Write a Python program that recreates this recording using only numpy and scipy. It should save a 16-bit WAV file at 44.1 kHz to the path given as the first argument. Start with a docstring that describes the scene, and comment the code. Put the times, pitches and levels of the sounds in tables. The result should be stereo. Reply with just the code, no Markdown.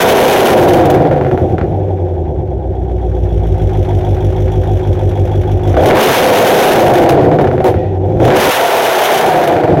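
"""A cross-plane V8 with an open exhaust, outdoors, heard from a metre or two behind the car.
It runs down from a rev to a loping idle, is blipped hard twice and pops on the overrun.
Eight uneven cylinders ring the pipes; gas rasps and crackles after each firing; valves tick at idle.
Speed and throttle set the levels. Pops are pressure fronts with noise bursts; one faint squeak is filtered noise.
The ground, car and a wall scatter the sound; the microphone's limiter flattens the revs."""
import sys
import numpy as np
from scipy import signal
from scipy.fft import rfft, irfft
from scipy.io import wavfile
from scipy.ndimage import uniform_filter1d, minimum_filter1d

SR = 44100
rng = np.random.default_rng(int(sys.argv[2]) if len(sys.argv) > 2 else 0)


def wav_out(sig):
    """Save sig, one row per channel (or a flat mono array), as 16-bit PCM at SR to the path in sys.argv[1]."""
    wavfile.write(sys.argv[1], SR, np.round(np.clip(np.atleast_2d(sig).T, -1, 1) * 32767).astype(np.int16))


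N = 432180
TIME = np.arange(N) / SR


def undb(db):
    """Decibels to gain."""
    return 10 ** (np.asarray(db) / 20)


def ramp(x):
    """Hold a share between 0 and 1."""
    return np.clip(x, 0, 1)


def even(x, size=7000):
    """Unit level over about one idling engine cycle; single beats stay."""
    return x / np.sqrt(uniform_filter1d(x.mean(axis=0) ** 2, size) + 1e-12)


def blend(a, b, share):
    """Cross from one sound to another at even power."""
    return np.sqrt(1 - share) * even(a) + np.sqrt(share) * even(b)


def over_frequency(table, size):
    """Table columns on the bins of a transform, joined on a log axis."""
    table_hz, *columns = np.transpose(table)
    bin_hz = np.arange(size // 2 + 1) * SR / size
    return [np.interp(np.log(bin_hz + 1), np.log(table_hz), c) for c in columns]


def ring(x, spectrum, size=16384):
    """Minimum-phase resonator with this spectrum, falling a further 20 dB per octave above its last point."""
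    bin_hz = np.arange(size // 2 + 1) * SR / size
    octaves_above = np.log2(np.maximum(bin_hz / spectrum[-1][0], 1))
    level_db = over_frequency(spectrum, size)[0] - 20 * octaves_above
    # folding the cepstrum makes the response causal
    cepstrum = irfft(np.log(undb(level_db)))
    cepstrum[1:size // 2] *= 2
    cepstrum[size // 2 + 1:] = 0
    response = irfft(np.exp(rfft(cepstrum)))
    return signal.oaconvolve(np.atleast_2d(x), response[None], axes=1)[:, :N]


def pulses(times, db):
    """One impulse at each time, shared between two samples."""
    at = np.clip(times * SR, 0, N - 2)
    i, size = at.astype(int), undb(db)
    return np.bincount(i, size * (1 - at + i), N) + np.bincount(i + 1, size * (at - i), N)


def puffs(kicks, decay_s, steady=0., channels=2):
    """Noise that flares at each kick and dies away, over a steady share."""
    flare = signal.lfilter([1], [1, -np.exp(-1 / (decay_s * SR))], kicks)
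    envelope = flare + steady * uniform_filter1d(flare, SR // 20)
    return envelope * rng.standard_normal((channels, N))


# the car's body and the ground colour the two ports: freq_hz, left_lead_rad, left_minus_right_db
PORTS = [(60, 0, -.6), (200, 0, 0), (400, .15, -.3), (700, 1.2, 4.6), (1050, 2.0, 4.2), (2500, 2.3, .5)]


def ports(x):
    """Phase and level differences between left and right."""
    lead_rad, tilt_db = over_frequency(PORTS, N)
    half = np.exp(.5j * lead_rad) * undb(tilt_db / 2)
    return irfft(rfft(x) * np.array([half, 1 / half]), N)


# round trips in the silencer's chambers: lag_s, reflected_share
CHAMBERS = [(.0029, 0.44), (.0053, 0.68), (.0081, 0.69)]


def silencer(x):
    """All-pass chambers pass every frequency but smear each pulse into a train of echoes."""
    spectrum, hz = rfft(x), np.arange(N // 2 + 1) * SR / N
    for lag_s, share in CHAMBERS:
        trip, back = np.exp(-2j * np.pi * hz * lag_s), min(share, .8)
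        spectrum = spectrum * (trip - back) / (1 - back * trip)
    return irfft(spectrum, N)


def yard(x, wet_db, decay_s, above_hz):
    """Scatter from ground, car and a wall, different at each port; the longest waves pass it by."""
    t = TIME[:SR // 3]
    tail = rng.standard_normal((2, len(t))) * np.exp(-t / decay_s)
    highpass = signal.butter(2, above_hz, "highpass", fs=SR, output="sos")
    tail = signal.sosfilt(highpass, tail)
    tail /= np.sqrt(np.sum(tail ** 2, axis=1, keepdims=True))
    return x + undb(wet_db) * signal.oaconvolve(x * np.ones((2, 1)), tail, axes=1)[:, :N]


# squeak spectrum: freq_hz, level_db
SQUEAK = [(1600, -28), (1900, -12), (1970, -13), (2060, -31), (2400, -19)]
SQUEAK_AT_S, SQUEAK_LENGTH_S, SQUEAK_DB = 7.62, 0.37, -41


def squeak():
    """Narrow-band noise makes an unsteady tone that swells and fades."""
    swell = np.sin(np.pi * ramp((TIME - SQUEAK_AT_S) / SQUEAK_LENGTH_S))
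    return undb(SQUEAK_DB) * swell * even(ring(rng.standard_normal(N), SQUEAK))


# unburnt fuel going off in the pipe: start_s, rasp_peak_db, crackle_db
POPS = [(0.605, -9, -35), (0.686, -9.5, -15.5), (0.7343, -14, -15), (0.856, -16, -21), (0.901, -13.5, -19),
        (0.9416, -5.5, -29), (1.003, -18.5, -54), (1.052, -14, -67), (1.1125, -12.5, -48),
        (1.127, -23.5, -56), (1.163, -20, -56), (1.212, -21, -57), (1.2485, -21, -57), (1.266, -25, -56),
        (1.3137, -21, -53), (1.3764, -27, -45), (1.5824, -15.5, -58), (1.613, -21.5, -64),
        (5.743, -24.5, -48), (5.768, -5.5, -37), (5.824, 0, -23), (5.858, 2, -11.5), (6.937, -17, -18),
        (6.978, -11.5, -20.5), (7.091, -4, -18), (7.175, -1, -54), (7.315, -6.5, -69), (7.387, -5, -47),
        (7.411, -10.5, -34), (7.443, -9.5, -45), (7.472, -11.5, -54), (7.514, -39, -56), (7.58, -22, -53),
        (7.6036, -13.5, -52), (7.643, 2.5, -19.5), (7.7417, -20, -55), (8.202, -14.5, -59),
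        (9.475, -14, -22.5), (9.6363, -8.5, -38), (9.6778, -17, -52), (9.772, -28, -48)]


def misfires():
    """Exhaust gain: it sags just before each pop, while a charge goes through unburnt."""
    lead_s, width_s, sag_db = .011, .012, -4.5
    sag = 0
    for start_s, _, _ in POPS:
        offset = (TIME - start_s + lead_s) / width_s
        sag = sag + np.exp(-np.minimum(offset ** 2, 20))
    return undb(sag_db * sag)


# pressure front of a pop: freq_hz, level_db
SLAP = [(80, -22), (250, -4), (400, 0), (750, -1), (1050, -7), (1500, -4), (2000, -9), (5000, -36)]
# turbulent gas at the tips: freq_hz, level_db
RASP = [(60, -53), (500, -18), (1000, 7), (1230, 2), (1530, 5), (1850, 1.5), (2080, -0.5), (2350, -0.5),
        (2600, -6.5), (3400, -9), (4000, -14.5), (5500, -21.5), (8000, -29), (16000, -55.5)]
# tearing gas: freq_hz, level_db
CRACKLE = [(60, -25), (500, 2.5), (1500, 7.5), (3200, 9), (4600, -0.5), (6200, 0.5), (7600, -7),
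           (9500, -4.5), (12000, -1.5), (16000, -6.5)]
# tailpipe under pressure: freq_hz, level_db
BARK_REV = [(40, -53), (100, -28), (205, -6.5), (260, -9.5), (330, 0.5), (385, 4), (450, -2), (520, 2),
            (580, 0), (690, 1), (820, -2), (960, -9.5), (1150, -19.5), (2500, -45)]
SLAP_DB = 26.5
POP_DECAY_S, POP_DOUBLING_DB = 0.02, 11.5  # decay of a 0 dB pop; rise that doubles it


def pops():
    """Afterfire: a sharp pressure front and a decaying gas burst that makes the tailpipe bark."""
    rasp, crackle = np.zeros((2, N))
    for start_s, rasp_db, crackle_db in POPS:
        start = int(start_s * SR)
        decay_s = POP_DECAY_S * 2 ** (rasp_db / POP_DOUBLING_DB)
        burst = np.exp(-TIME[:min(N - start, SR // 4)] / max(decay_s, .002))
        rasp[start:start + len(burst)] += undb(rasp_db) * burst
        crackle[start:start + len(burst)] += undb(crackle_db) * burst
    noise = rng.standard_normal((3, 2, N))
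    bark = ports(ring(rasp * noise[2, 0], BARK_REV))
    fronts = pulses(np.array(POPS)[:, 0], SLAP_DB)
    slap = ports(ring(fronts + .5 * silencer(fronts), SLAP))
    gas = undb(6.5) * ring(crackle * noise[0], CRACKLE) + undb(-0.5) * ring(rasp * noise[1], RASP)
    return slap + gas + undb(22.5) * bark


# throttle-shut speed held by the idle control: time_s, firing_rate_hz
IDLE = [(1.5, 113), (1.8, 97), (2.05, 89), (2.3, 75), (2.55, 65), (3.3, 56.4), (3.9, 50), (4.5, 51.7),
        (5.1, 49.3), (5.7, 50.6), (8, 92), (8.2, 112)]
# throttle blips: open_s, pedal_travel_s, run_up_s, coast_s, top_firing_rate_hz,
# then after lift-off: boom_change_db, bark_change_db, howl_share (0-1)
REVS = [(-.42, .05, 0.396, .29, 269, 2, 3, 0), (5.66, 0.13, .47, 6.41, 284.6, -2.5, 0, 0.04),
        (8.185, 0.067, .32, 8.88, 284.8, -17, -7, .9)]
RUN_UP_CURVE = 1.25  # slow pick-up at first
DROOP_HZ_PER_S = 35  # slow fall in speed after lift-off, before the faster coast
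COAST_HZ_PER_S, COAST_EASE_S, FLYWHEEL_S = 143, 4.2, 0.201  # friction, easing as it runs down
LIFT_S, LIFT_LAG_S = 0.05, 0.023
COLOUR_ABOVE_HZ, COLOUR_SPAN_HZ, COLOUR_S = 157.5, 33.6, 0.04  # each blip's own colour at high speed
FEATHER_BOOM_DB, FEATHER_BARK_DB, FEATHER_HZ_PER_S = 3, 6, 170.3  # touch of pedal as the idle climbs


def driver():
    """Speed, throttle, lift-off, colour, howl: blips spin the engine up, friction runs it down."""
    idle_hz = np.interp(TIME, *np.transpose(IDLE))
    hz, throttle, lift, howl = idle_hz, 0, 0, 0
    feather = ramp(np.gradient(idle_hz) * SR / FEATHER_HZ_PER_S) ** 2
    colour_db = np.outer([FEATHER_BOOM_DB, FEATHER_BARK_DB], feather)
    for open_s, pedal_s, run_up_s, coast_s, top_hz, boom_db, bark_db, howl_share in REVS:
        run_up = ramp((TIME - open_s) / run_up_s)
        since_lift_s = TIME - open_s - run_up_s
        coasting_s = np.maximum(TIME - coast_s, 0)
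        lost_hz = COAST_HZ_PER_S * COAST_EASE_S * (1 - np.exp(-coasting_s / COAST_EASE_S))
        droop_hz = DROOP_HZ_PER_S * np.clip(since_lift_s, 0, coast_s - open_s - run_up_s)
        free_hz = top_hz - droop_hz - uniform_filter1d(lost_hz, int(FLYWHEEL_S * SR))
        rev_hz = idle_hz + (free_hz - idle_hz) * np.sin(np.pi / 2 * run_up ** RUN_UP_CURVE) ** 2
        hz = np.maximum(hz, rev_hz)
        throttle = throttle + ramp((TIME - open_s) / pedal_s) * ramp(1.7 * (1 - run_up))
        lift = lift + np.exp(-np.minimum(((since_lift_s - LIFT_LAG_S) / LIFT_S) ** 2, 20))
        flying = ramp(.5 + since_lift_s / COLOUR_S) * ramp((rev_hz - COLOUR_ABOVE_HZ) / COLOUR_SPAN_HZ)
        colour_db = colour_db + np.outer([boom_db, bark_db], flying)
        howl = howl + howl_share * flying
    return hz, throttle, lift, colour_db, howl


# exhaust with the throttle shut: firing_rate_hz, boom_db, bark_db, rasp_db, crackle_db
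BY_SPEED = [(51.3, -13, -18, -37.5, -53.5), (55.2, -12, -20, -42.5, -57.5), (64.3, -18, -21, -49, -69),
            (100.6, -16.5, -17, -43, -64), (118.6, -15, -12.5, -37.5, -55.5),
            (171.6, -13.5, -6.5, -22, -49), (196.7, -14.5, -1.5, -14, -29), (209, -11, -1.5, -14.5, -29),
            (237.2, -26, -4.5, -12, -20), (273, -21.5, -5.5, -14, -22.5)]
OPEN_BOOM_DB, OPEN_BARK_DB, OPEN_RASP_DB, OPEN_CRACKLE_DB = 9, 14, 24, 25.5  # added by open throttle
LIFT_BARK_DB, LIFT_GAS_DB = -4, 4.5  # as the throttle snaps shut
GAS_FOLLOWS_BARK = 0.52  # share of the bark's colour that reaches rasp and crackle


def effort(hz, throttle, lift, colour_db):
    """Layer levels: set by speed, raised by throttle; at lift-off the bark sags and the gas swells."""
    speeds_hz, *columns = np.transpose(BY_SPEED)
    boom_db, bark_db, rasp_db, crackle_db = (np.interp(hz, speeds_hz, c) for c in columns)
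    gas_db = LIFT_GAS_DB * lift + GAS_FOLLOWS_BARK * colour_db[1]
    return (boom_db + OPEN_BOOM_DB * throttle + colour_db[0],
            bark_db + OPEN_BARK_DB * throttle + LIFT_BARK_DB * lift + colour_db[1],
            rasp_db + OPEN_RASP_DB * throttle + gas_db,
            crackle_db + OPEN_CRACKLE_DB * throttle + gas_db)


# cylinders in firing order: pulse_db, manifold_delay_s, rasp_db, valve_tick_db
CYLINDERS = [(1.6, -.0004, -6, 3), (-.9, -.0006, 6, -6), (3.1, .0001, -6, 4), (2.9, -.0001, -6, -1),
             (-2.1, .0019, -2, -6), (.9, -.0021, -4, 4), (-2.1, .0004, 8, -2), (-3.4, .0005, -1, -10)]
CYCLE_START_S = 4.361
SKEW_S, JITTER_S = .0007, .00019  # at speed every other pulse comes late, and all scatter


def firings(hz):
    """Running count, times and cylinder numbers; the manifolds bring firings to the tips unevenly."""
    count = np.cumsum(hz) / SR
    count -= np.interp(CYCLE_START_S, TIME, count)
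    k = np.arange(np.ceil(count[0]), count[-1]).astype(int)
    number = k % len(CYLINDERS)
    delay_s = np.array(CYLINDERS)[number, 1]
    times = np.interp(k, count, TIME) + delay_s
    fast = ramp((np.interp(times, TIME, hz) - 92) / 65)
    jitter_s = JITTER_S * np.maximum(fast, .4) * rng.standard_normal(len(k))
    # speed shrinks the manifold delays
    return count, times + jitter_s + fast * (SKEW_S * (k % 2) - .35 * delay_s), number


# valve gear: freq_hz, level_db
VALVES = [(800, -3), (2000, 11.5), (2500, 10.5), (3000, 11), (3400, 15), (4300, -4), (5100, -1),
          (5700, 7.5), (6600, 1), (8600, -8.5), (10000, -2), (11500, -6.5), (13000, -3.5), (16000, -12.5)]
# loose metal that buzzes once a cycle: freq_hz, level_db
BUZZ = [(1500, -51), (2900, -16), (3350, 15), (3550, -1), (3900, -18.5)]


def valve_gear(times, valve_db, shakes):
    """Noise bursts ring as valve ticks; one cylinder shakes a loose piece of metal."""
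    valves = ring(puffs(pulses(times + .002, valve_db), decay_s=.01, steady=.5), VALVES)
    buzz = ring(puffs(shakes, decay_s=.028, steady=.1), BUZZ)
    return undb(9) * even(valves) + undb(2.5) * even(buzz)


# knock that starts each buzz: freq_hz, level_db
KNOCK = [(550, -18.5), (770, 4), (900, 12), (1000, -1.5), (1200, -56), (2800, -45), (3300, -8.5),
         (3800, -37)]
KNOCK_DB, KNOCK_BELOW_HZ, KNOCK_SPAN_HZ = -29, 57.3, 18


def metal_knock(shakes, hz):
    """The same shakes knock the metal, only at the slowest idle."""
    slow = ramp((KNOCK_BELOW_HZ - hz) / KNOCK_SPAN_HZ)
    return undb(KNOCK_DB) * slow * even(ring(puffs(shakes, decay_s=0.021), KNOCK))


# long pipes and silencer at idle: freq_hz, level_db
BOOM = [(25, -29), (40, -17), (50, 4), (60, 8), (70, -7), (84, 9), (98, 10), (113, -9), (140, -4),
        (165, -8), (195, -21), (240, -12), (300, -31), (500, -53)]
# same pipes under pressure: freq_hz, level_db
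BOOM_REV = [(25, -24), (50, -12), (90, 1.5), (115, 4.5), (145, 5.5), (190, -4.5), (260, -6), (500, -44.5)]


def pipes_boom(kicks, count, hz, revving):
    """Pulses ring the long pipes; rising speed brings out the firing note itself."""
    rumble = kicks + 0.088 * puffs(kicks, decay_s=0.0063, steady=0.21, channels=1)
    rings = blend(ring(kicks, BOOM), ring(rumble, BOOM_REV), revving)
    rising = ramp(uniform_filter1d(np.gradient(hz) * SR, SR // 10) / 150)
    note_db = -8 + 10 * rising - 20 * ramp(hz / 110 - 1)
    return even(rings + undb(note_db) * np.cos(2 * np.pi * (count - .2)))


# idle tailpipe resonances: low_hz, high_hz, noise_share, strike_db (eight cylinders in firing order)
BURBLE = [(130, 230, .015, (-3, 2, 0, -5, -2, 5, -1, -3)), (290, 440, .008, (2, 4, 4, 5, 4, 0, 1, 4)),
          (450, 660, .035, (-1, 2, -2, 1, 3, -2, -2, 1)), (680, 1300, .02, (4, 0, -4, -1, -1, -3, 1, 3))]


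def burble(times, number, burn_db):
    """Each cylinder favours its own resonances through the manifold, so idle gurgles once a cycle."""
    out = 0
    for low_hz, high_hz, noise_share, cylinder_db in BURBLE:
        kicks = pulses(times, np.array(cylinder_db)[number] + burn_db)
        strike = kicks + noise_share * puffs(kicks, decay_s=.01, steady=.15, channels=1)
        bandpass = signal.butter(2, [low_hz, high_hz], "bandpass", fs=SR, output="sos")
        out = out + signal.sosfilt(bandpass, strike)
    return out


# tailpipe off throttle: freq_hz, level_db
BARK_IDLE = [(110, -14), (165, -5.5), (220, -12.5), (270, -9.5), (320, -6), (350, 0), (375, 3.5),
             (412, -3.5), (480, -9), (515, -2.5), (555, -10.5), (750, -4), (860, -13.5), (1050, -30.5),
             (2000, -86)]
# tailpipe when it howls: freq_hz, level_db
BARK_HOWL = [(40, -62), (100, -49), (220, -26), (300, -13.5), (385, 1), (450, -8), (520, -5), (590, -0.5),
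             (690, 3), (800, -1.5), (950, -6), (1150, -44), (2500, -47)]
EDDY_DB, EDDY_PRESSURE_DB, EDDY_THROTTLE_DB = -14, 12.5, 2  # turbulence against the pulses
EDDY_LEFT_DB = 5.5  # left minus right: the nearer tip is on the left


def tailpipe_bark(kicks, gurgle, pressure, throttle, howl):
    """Smeared pulses ring the tailpipe; eddies at the two tips reach the ports unrelated."""
    blast = kicks + .015 * puffs(kicks, decay_s=.004, steady=.3, channels=1)
    eddy_db = EDDY_DB + EDDY_PRESSURE_DB * pressure + EDDY_THROTTLE_DB * throttle
    eddies = undb(eddy_db) * even(puffs(kicks, decay_s=0.0052, steady=0.48))
    eddies = eddies * undb(np.array([[EDDY_LEFT_DB], [-EDDY_LEFT_DB]]) / 2)
    slack = even(ports(silencer(gurgle))) + eddies
    driven = even(ports(silencer(blast))) + eddies
    roar = blend(ring(driven, BARK_REV), ring(driven, BARK_HOWL), ramp(howl))
    return even(blend(ring(slack, BARK_IDLE), roar, ramp(1.13 * pressure + 0.71 * throttle)))


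def gas_rasp(times, pulse_db, gas_db, burn, gust, revving):
    """Gas leaves in soft puffs at idle, in short spits with the strong burns at speed."""
    soft = puffs(pulses(times, gas_db + 2 * gust), decay_s=0.013, steady=1.0)
    spits = puffs(pulses(times, .7 * gas_db + 2.5 * burn), decay_s=.003, steady=.45)
    gas = blend(soft, spits, revving)
    # at speed the pulse fronts' overtones run up into the rasp
    fronts = even(ports(silencer(pulses(times, pulse_db + burn))))
    return even(ring(gas + undb(-3.0) * revving * fronts, RASP))


def gas_crackle(times, gas_db, gust, spit):
    """Widely scattered puff strengths: the hardest stand out as crackle."""
    kicks = pulses(times, .4 * gas_db + 2.2 * gust + 3.5 * spit)
    return ring(puffs(kicks, decay_s=0.0066, steady=0.55), CRACKLE)


BURN_IDLE_DB, BURN_RAGGED_DB = 1.8, 2.4  # firing scatter at idle; extra above it
BURBLE_SCATTER_DB = 1.2


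def engine():
    """Each firing booms in the pipes, barks in the tailpipe and throws out a puff of gas."""
    hz, throttle, lift, colour_db, howl = driver()
    boom_db, bark_db, rasp_db, crackle_db = effort(hz, throttle, lift, colour_db)
    count, times, number = firings(hz)
    pulse_db, _, gas_db, valve_db = np.array(CYLINDERS)[number].T
    burn, gust, spit = rng.standard_normal((len(times), 3)).T
    pressure = ramp((hz - 100) / 165)
    revving = ramp((hz - 92) / 65)
    # combustion is steadier at idle, ragged above it
    ragged = np.interp(times, TIME, ramp((hz - 70) / 50))
    kicks = pulses(times, pulse_db + burn * (BURN_IDLE_DB + BURN_RAGGED_DB * ragged))
    shakes = pulses(times[number == 0], 0)

    rasp = gas_rasp(times, pulse_db, gas_db, burn, gust, revving)
    crackle = gas_crackle(times, gas_db, gust, spit)
    gear = valve_gear(times, valve_db + 2 * spit, shakes)
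    treble = np.sqrt(revving) * undb(4.0) * even(crackle) + np.sqrt(1 - revving) * gear
    gurgle = burble(times, number, BURBLE_SCATTER_DB * burn)

    boom = undb(boom_db + 0.74) * pipes_boom(kicks, count, hz, revving)
    bark = undb(bark_db + 0.35) * tailpipe_bark(kicks, gurgle, pressure, throttle, howl)
    gas = undb(rasp_db - 2.5) * rasp + undb(crackle_db) * treble
    return (boom + bark + metal_knock(shakes, hz) + gas) * undb(2.1 * pressure)


def scene():
    """Engine, afterfire and squeak, in the open."""
    exhaust = engine() * misfires()
    return yard(exhaust + pops() + squeak(), wet_db=-13.0, decay_s=.018, above_hz=33)


def limiter(x, ceiling, size=74):
    """Each channel is turned down for a few milliseconds around any peak over the ceiling."""
    gain = np.minimum(1, ceiling / (np.abs(x) + 1e-9))
    return x * uniform_filter1d(minimum_filter1d(gain, size, axis=1), size, axis=1)


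TOP_HZ = 15900


def record(dry):
    """A fast limiter holds the peaks; the top is cut; both ends fade over 3 ms."""
    fade = ramp(np.minimum(TIME, TIME[-1] - TIME) / .003)
    lowpass = signal.ellip(10, .1, 70, TOP_HZ, fs=SR, output="sos")
    return fade * signal.sosfilt(lowpass, limiter(dry, ceiling=1.0))


dry = scene()
out = record(dry)
wav_out(out)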